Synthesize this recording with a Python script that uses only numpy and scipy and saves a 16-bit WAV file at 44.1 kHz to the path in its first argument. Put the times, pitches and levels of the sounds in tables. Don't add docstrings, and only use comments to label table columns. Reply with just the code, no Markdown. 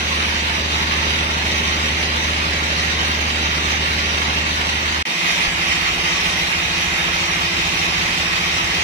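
import sys
import numpy as np
from scipy import signal
from scipy.fft import rfft, irfft, next_fast_len
from scipy.io import wavfile
from scipy.ndimage import map_coordinates

SR = 44100
rng = np.random.default_rng(int(sys.argv[2]) if len(sys.argv) > 2 else 0)


def file_out(sig):
    cols = np.atleast_2d(sig).T
    lim = np.clip(cols, -1, 1)
    pcm = np.round(lim * 32767).astype(np.int16)
    wavfile.write(sys.argv[1], SR, pcm)


N = 389403
TIME = np.arange(N) / SR
SIZE = next_fast_len(N)
HZ = np.maximum(np.arange(SIZE // 2 + 1) * SR / SIZE, 1)

CUTTING, FREE = 0, 1
FREE_SPEED = 13.603
LAPS_PER_CYCLE = 0.375
GAP_START_S, GAP_END_S = 5.027, 5.052

CYLINDER_DB = [0.5, 2.5, 6, 5.5, -1, -2]


def from_db(db):
    return 10 ** (np.asarray(db) / 20)


def rms_one(x):
    return x / np.sqrt(np.mean(x ** 2) + 1e-20)


def in_time(rows):
    return np.interp(TIME, *np.transpose(rows))


def over_hz(rows, column=1):
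    rows = np.array(rows)
    return np.interp(np.log(HZ), np.log(rows[:, 0]), rows[:, column])


def above(edge_hz, order):
    return 1 / (1 + (edge_hz / HZ) ** (2 * order))


def drift(rate_hz):
    step = 40
    pole = np.exp(-2 * np.pi * rate_hz * step / SR)
    slow = signal.lfilter([1], [1, -2 * pole, pole ** 2], rng.standard_normal(N // step + 2002))[2000:]
    return np.interp(np.arange(N) / step, np.arange(len(slow)), rms_one(slow))


def white():
    return rfft(rng.standard_normal(SIZE)) * np.sqrt(SR / 2)


def to_sound(spectra):
    return irfft(spectra, SIZE)[:, :N]


def shed_noise(state, direct_share=0, lead_ms=0):
    # f/Hz, cutting/dB, free/dB
    width = [(30, -29, -27), (75, -42, -39), (125, -60, -40), (200, -44, -36), (377, -29, -12),
             (696, -8, -9), (960, 3, 0.5), (1385, 9.5, 9), (1830, 0.5, -0.5), (2400, -0.5, 0),
             (4050, 2.5, 2), (15000, -2.5, -1.5)]
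    side = from_db(over_hz(width, column=1 + state))
    walls = (white() + side * white() * [[1], [-1]]) / np.sqrt(1 + side ** 2)
    direct = white() * np.exp(-2j * np.pi * HZ * lead_ms / 1000 * np.array([[0], [1]]))
    return np.sqrt(direct_share) * direct + np.sqrt(1 - direct_share) * walls


def exhaust_puffs(cycle, decay):
    firing = cycle * len(CYLINDER_DB)
    strength = from_db(CYLINDER_DB)[firing.astype(int) % len(CYLINDER_DB)]
    return rms_one(strength * np.exp(-decay * (firing % 1)))


def rumble(cycle, state, gain_db, chuff, lumpy_db):
    # f/Hz, cutting level/dB, free level/dB
    spectrum = [(20, -61.5, -63), (40, -62, -63), (75, -59, -56.5), (110, -59, -60.5), (170, -59, -61),
                (250, -59.5, -61), (350, -59.5, -64), (484, -61.5, -62.5), (636, -62.5, -63.5),
                (900, -62, -57.5)]
    band = np.sqrt(above(22, order=2) * (1 - above(800, order=4)))
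    roar = to_sound(shed_noise(state) * from_db(over_hz(spectrum, column=1 + state)) * band)
    chuffing = rms_one(1 + chuff * exhaust_puffs(cycle, decay=0.25))
    return from_db(gain_db + lumpy_db * drift(48)) * roar * chuffing


def rubbing(turns, turns_per_s, level_db, low_hz, high_hz):
    surface = rng.standard_normal((2, SR))
    position = (turns % 1 * SR / turns_per_s).astype(int)
    spectra = rfft(surface[:, position], SIZE) * np.sqrt(SR / 2)
    band = np.sqrt(above(low_hz, order=6) * (1 - above(high_hz, order=2)))
    return from_db(level_db) * to_sound(spectra * band)


def carriage_bump(at_s, hz, level_db, t60_s):
    age = np.maximum(TIME - at_s, 0)
    return -np.sin(2 * np.pi * hz * age) * from_db(level_db - 60 * np.minimum(age / t60_s, 3))


def engine_tones(cycle, state, gain_db, waver_db, flutter_db, sway_rad, scatter_rad, wide_hz):
    # multiple of the cycle rate, cutting level/dB, free level/dB
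    engine_orders = [(3, -55.0, -50.8), (4, -49.9, -46.2), (5, -60.5, -47.2), (6, -28.3, -40.1),
                     (7, -52.5, -50.1), (8, -50.0, -48.4), (9, -53.0, -52.0), (10, -47.7, -57.8),
                     (11, -70.0, -49.3), (12, -40.7, -40.6), (13, -40.6, -38.4), (14, -49.9, -47.7),
                     (15, -47.0, -58.1), (16, -50.0, -57.3), (17, -49.6, -49.7), (18, -38.6, -61.1),
                     (19, -48.6, -65.4), (20, -49.1, -55.0), (22, -49.2, -70.0), (23, -55.0, -50.5),
                     (24, -44.6, -54.1), (25, -50.1, -40.1), (26, -45.7, -59.8), (30, -44.5, -48.7),
                     (32, -49.9, -70.0), (36, -53.4, -70.0), (38, -53.4, -68.6), (42, -49.0, -61.2),
                     (44, -48.6, -66.9), (46, -51.3, -58.9), (50, -55, -52), (51, -63, -48.5),
                     (59, -58, -51), (63, -60, -51.5), (67, -63, -52), (69, -49.1, -63.4), (72, -52, -61),
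                     (81, -70, -51), (83, -62, -51.5), (88, -51, -56), (95, -65, -52.5)]
    shaft_orders = [(5.33, -46, -46)]
    pipe_order, pipe_half_width = 12.5, 4
    turn = cycle - np.argmax(CYLINDER_DB) / len(CYLINDER_DB)
    out = np.zeros((2, N))
    for order, *db in [*engine_orders, *shaft_orders]:
        loose = 0.25 if order % len(CYLINDER_DB) == 0 and state == CUTTING else 1
        off_pipe = min(((order - pipe_order) / pipe_half_width) ** 2, 1)
        stray = off_pipe * scatter_rad * rng.normal() + sway_rad * drift(1.15)
        phase = 2 * np.pi * order * turn + loose * stray
        apart = min((order * FREE_SPEED / wide_hz) ** 2, 0.7) * rng.choice([-1, 1])
        unsteady_db = waver_db * drift(0.51) + flutter_db * drift(7.3)
        level = from_db(gain_db + db[state] + loose * unsteady_db)
        out -= np.sqrt(2) * level / np.cos(apart) * np.cos(phase + [[apart], [-apart]])
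    return out


def steel_colour(state, ripple_db, spacing_hz):
    # f/Hz, width/Hz, cutting lift/dB, free lift/dB
    modes = [(1126, 38, 5.5, 6.5), (1294, 115, 3, 6.5), (1810, 99, -1, -1), (1893, 66, 0, 4),
             (2080, 64, 0.5, 4), (2470, 140, 0.5, 4), (2724, 60, 1, 3.5), (3450, 82, 0.5, -6),
             (4520, 110, -5.5, -5), (5740, 250, 2, 7.5), (6820, 100, -1, -9), (6910, 130, 5.5, 9.5)]
    lift_db = sum(db[state] / (1 + (2 * (HZ - hz) / width) ** 2) for hz, width, *db in modes)
    thicket = np.interp(HZ / spacing_hz, np.arange(8192), rng.standard_normal(8192))
    return from_db(lift_db + ripple_db * np.tanh(thicket))


def blade_noise(state):
    # f/Hz, cutting level/dB, free level/dB
    ring = [(745, -61, -69.5), (920, -57, -61), (1410, -58.5, -60), (1660, -58, -59), (1954, -54, -54),
            (2300, -53.5, -54.5), (2630, -55, -53.5), (3110, -56, -54), (3450, -60, -57),
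            (3640, -57, -55.5), (4130, -59.5, -59.5), (4370, -60.5, -60)]
    hiss = [(4870, -62, -60.5), (4980, -64, -65.5), (5300, -66.5, -62), (5600, -64, -66.5),
            (6350, -65.5, -66), (6590, -72.5, -67.5), (7450, -78, -76.5), (7860, -75.5, -71),
            (8240, -79, -76.5), (9540, -83.5, -81), (10420, -78, -76), (11700, -86, -82), (12400, -87, -83),
            (13100, -84, -86), (13800, -91, -82.5), (14400, -96, -87), (15200, -106, -97)]
    # f/Hz, left minus right/dB
    channel_colour = [(700, 0.5), (1000, -2.5), (1300, -1), (1800, -4), (2300, -4), (2750, -5), (3300, -2),
                      (4300, 3), (5800, 0.5), (7000, -0.5), (7800, -2.5), (9000, -7), (10200, -1.5),
                      (13500, -0.5)]
    colour = from_db(over_hz(sorted(ring + hiss), column=1 + state))
    colour *= steel_colour(state, ripple_db=3.5, spacing_hz=12) * np.sqrt(above(700, order=4))
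    channel_gain = from_db(over_hz(channel_colour) / 2 * np.array([[1], [-1]]))
    channel_gain /= np.sqrt(np.mean(channel_gain ** 2, axis=0))
    return shed_noise(state, direct_share=0.22, lead_ms=0.512) * colour * channel_gain


def tearing(per_s, decay_s):
    snaps = (rng.random(N) < per_s / SR) * rng.uniform(0.42, 1, N)
    envelope = signal.lfilter([1], [1, -np.exp(-1 / (decay_s * SR))], snaps + 1e-18)
    return rms_one(envelope - envelope.mean())


def tension_wobble(x, depth_ms, rate_hz):
    at = np.arange(N) + depth_ms / 1000 * SR * drift(rate_hz)
    return np.array([map_coordinates(side, [at], order=5, mode="mirror") for side in x])


def flicker(x, cell_hz, cell_s):
    # f/Hz, swing/dB
    depth = [(1000, 4), (1400, 5), (1900, 1.5), (2800, 1.5), (3600, 3), (4600, 5.5), (6000, 5), (7000, 8),
             (13000, 8)]
    hz, s, frames = signal.stft(x, SR, nperseg=1024)
    chance = rng.standard_normal((1024, 1024))
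    cells = np.meshgrid(hz / cell_hz, s / cell_s, indexing="ij")
    swing = np.tanh(map_coordinates(chance, cells, order=3, mode="mirror"))
    gain = from_db(np.interp(hz, *np.transpose(depth))[:, None] * swing)
    gain /= np.sqrt(np.mean(gain ** 2, axis=1, keepdims=True))
    return signal.istft(frames * gain, SR)[1][:, :N]


def swells(rows):
    return sum(np.outer(db, np.exp(-((TIME - s) / half_s) ** 2)) for s, half_s, *db in rows)


def saw(cycle, state, ring_db, hiss_db, flap_db, lap_db, chatter_db, shake_db, rasp_db):
    edges = [800, 1700, 2400, 3300, 4450, 6500, 9500, 20000]
    hiss_from_hz, joint_s = edges[3], 6.82
    noise = blade_noise(state)
    lap = np.cos(2 * np.pi * LAPS_PER_CYCLE * (cycle - np.interp(joint_s, TIME, cycle)))
    shared_db = lap_db * lap + flap_db * drift(26) + rasp_db * tearing(per_s=280, decay_s=0.0071)
    crank_bite = np.exp(-6 * (2 * cycle % 1))
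    jerk_db = chatter_db * crank_bite + shake_db * exhaust_puffs(cycle, decay=0.87)
    out, remaining = 0, 1
    for low, high in zip(edges, edges[1:]):
        higher = above(high, order=12)
        group_db = ring_db + jerk_db - jerk_db.mean() if low < hiss_from_hz else hiss_db
        patchy_db = 0.5 * drift(22)
        out = out + to_sound(noise * (remaining - higher)) * from_db(group_db + shared_db + patchy_db)
        remaining = higher
    wavering = tension_wobble(out, depth_ms=0.066, rate_hz=2.9)
    return flicker(wavering, cell_hz=100, cell_s=0.07)


def cutting(cycle):
    # t/s, level/dB
    effort = [(0, -1.7), (0.95, -0.4), (4.25, -1), (4.9, -3)]
    # t/s, half length/s, ring/dB, hiss/dB
    grain = [(0.66, 0.045, -1.5, -1.5), (3.47, 0.022, 0.5, -1), (4.49, 0.022, 1, 1),
             (4.665, 0.022, -0.5, 0.3)]
    ring_grain_db, hiss_grain_db = swells(grain)
    ring_db = -0.6 + 0.02 * TIME + ring_grain_db
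    hiss_db = -0.72 + 0.07 * TIME + hiss_grain_db
    engine = engine_tones(cycle, CUTTING, gain_db=0.5, waver_db=0.7, flutter_db=1.1,
                          sway_rad=0.28, scatter_rad=1.58, wide_hz=650)
    roar = rumble(cycle, CUTTING, gain_db=-1.4, chuff=1.0, lumpy_db=1.0)
    drive_growl = rubbing(2 * cycle, 2 * FREE_SPEED, level_db=-69, low_hz=422, high_hz=1170)
    blade = saw(cycle, CUTTING, ring_db, hiss_db,
                flap_db=0.15, lap_db=-0.2, chatter_db=2.4, shake_db=-0.2, rasp_db=0.8)
    return from_db(in_time(effort)) * (engine + roar + drive_growl) + blade


def recovery(depth_db, time_s):
    return -depth_db * np.exp(-np.maximum(TIME - GAP_END_S, 0) / time_s)


def running_free(cycle):
    # t/s, half length/s, ring/dB, hiss/dB
    brushes = [(5.31, 0.059, 2.7, 2.5), (5.425, 0.04, 2.1, 1.5), (5.54, 0.06, -0.3, -2),
               (5.715, 0.03, 2.5, 1.5), (5.88, 0.036, 2, -0.5), (6.09, 0.025, 1.8, 0.7),
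               (6.275, 0.03, 1.7, 1), (6.42, 0.04, 0, 1), (6.53, 0.022, 2.5, 0), (8.07, 0.022, 1, 1.5)]
    age = TIME - GAP_END_S
    ring_brush_db, hiss_brush_db = swells(brushes)
    return_db = recovery(depth_db=4.5, time_s=0.065)
    ring_db = -1 + 0.08 * age + ring_brush_db + return_db
    hiss_db = -0.32 + 0.03 * age + hiss_brush_db + return_db
    engine = engine_tones(cycle, FREE, gain_db=0, waver_db=0.7, flutter_db=1.3,
                          sway_rad=0.23, scatter_rad=2.63, wide_hz=610)
    roar = rumble(cycle, FREE, gain_db=-0.84, chuff=0.068, lumpy_db=1.5)
    guide_scrape = rubbing(LAPS_PER_CYCLE * cycle, LAPS_PER_CYCLE * FREE_SPEED,
                           level_db=-63, low_hz=650, high_hz=1370)
    machine = engine + roar + guide_scrape
    bass = to_sound(rfft(machine, SIZE) * (1 - above(140, order=4)))
    machine += bass * (from_db(recovery(depth_db=30, time_s=0.156)) - 1)
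    machine *= from_db(0.26 + recovery(depth_db=5, time_s=0.1))
    blade = saw(cycle, FREE, ring_db, hiss_db,
                flap_db=0.4, lap_db=0.3, chatter_db=0.5, shake_db=0.1, rasp_db=0.21)
    return machine + blade


def dropout(before_db, gap_db, after_db, edge_s):
    half = edge_s / 2
    corners = [GAP_START_S - half, GAP_START_S + half, GAP_END_S - half, GAP_END_S + half]
    return from_db(np.interp(TIME, corners, [before_db, gap_db, gap_db, after_db]))


def scene():
    # t/s, speed/(cycles per s)
    cut_speed = [(0, 12.64), (0.8, 12.72), (2.0, 12.77), (3.0, 12.69), (3.9, 12.6), (4.9, 12.83)]
    cut_crank, free_crank = 0.94, 0.533
    in_log = TIME < 5.04
    cycle = np.cumsum(np.where(in_log, in_time(cut_speed), FREE_SPEED)) / SR
    mill = np.where(in_log, cutting(cycle + cut_crank), running_free(cycle + free_crank))
    mill *= dropout(before_db=0.14, gap_db=-37, after_db=-0.23, edge_s=0.0026)
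    return mill + carriage_bump(at_s=5.475, hz=38, level_db=-21, t60_s=0.11)


def record(dry):
    cutoff_hz = 15400
    return signal.sosfilt(signal.ellip(12, 0.1, 90, cutoff_hz, fs=SR, output="sos"), dry)


dry = scene()
out = record(dry)
file_out(out)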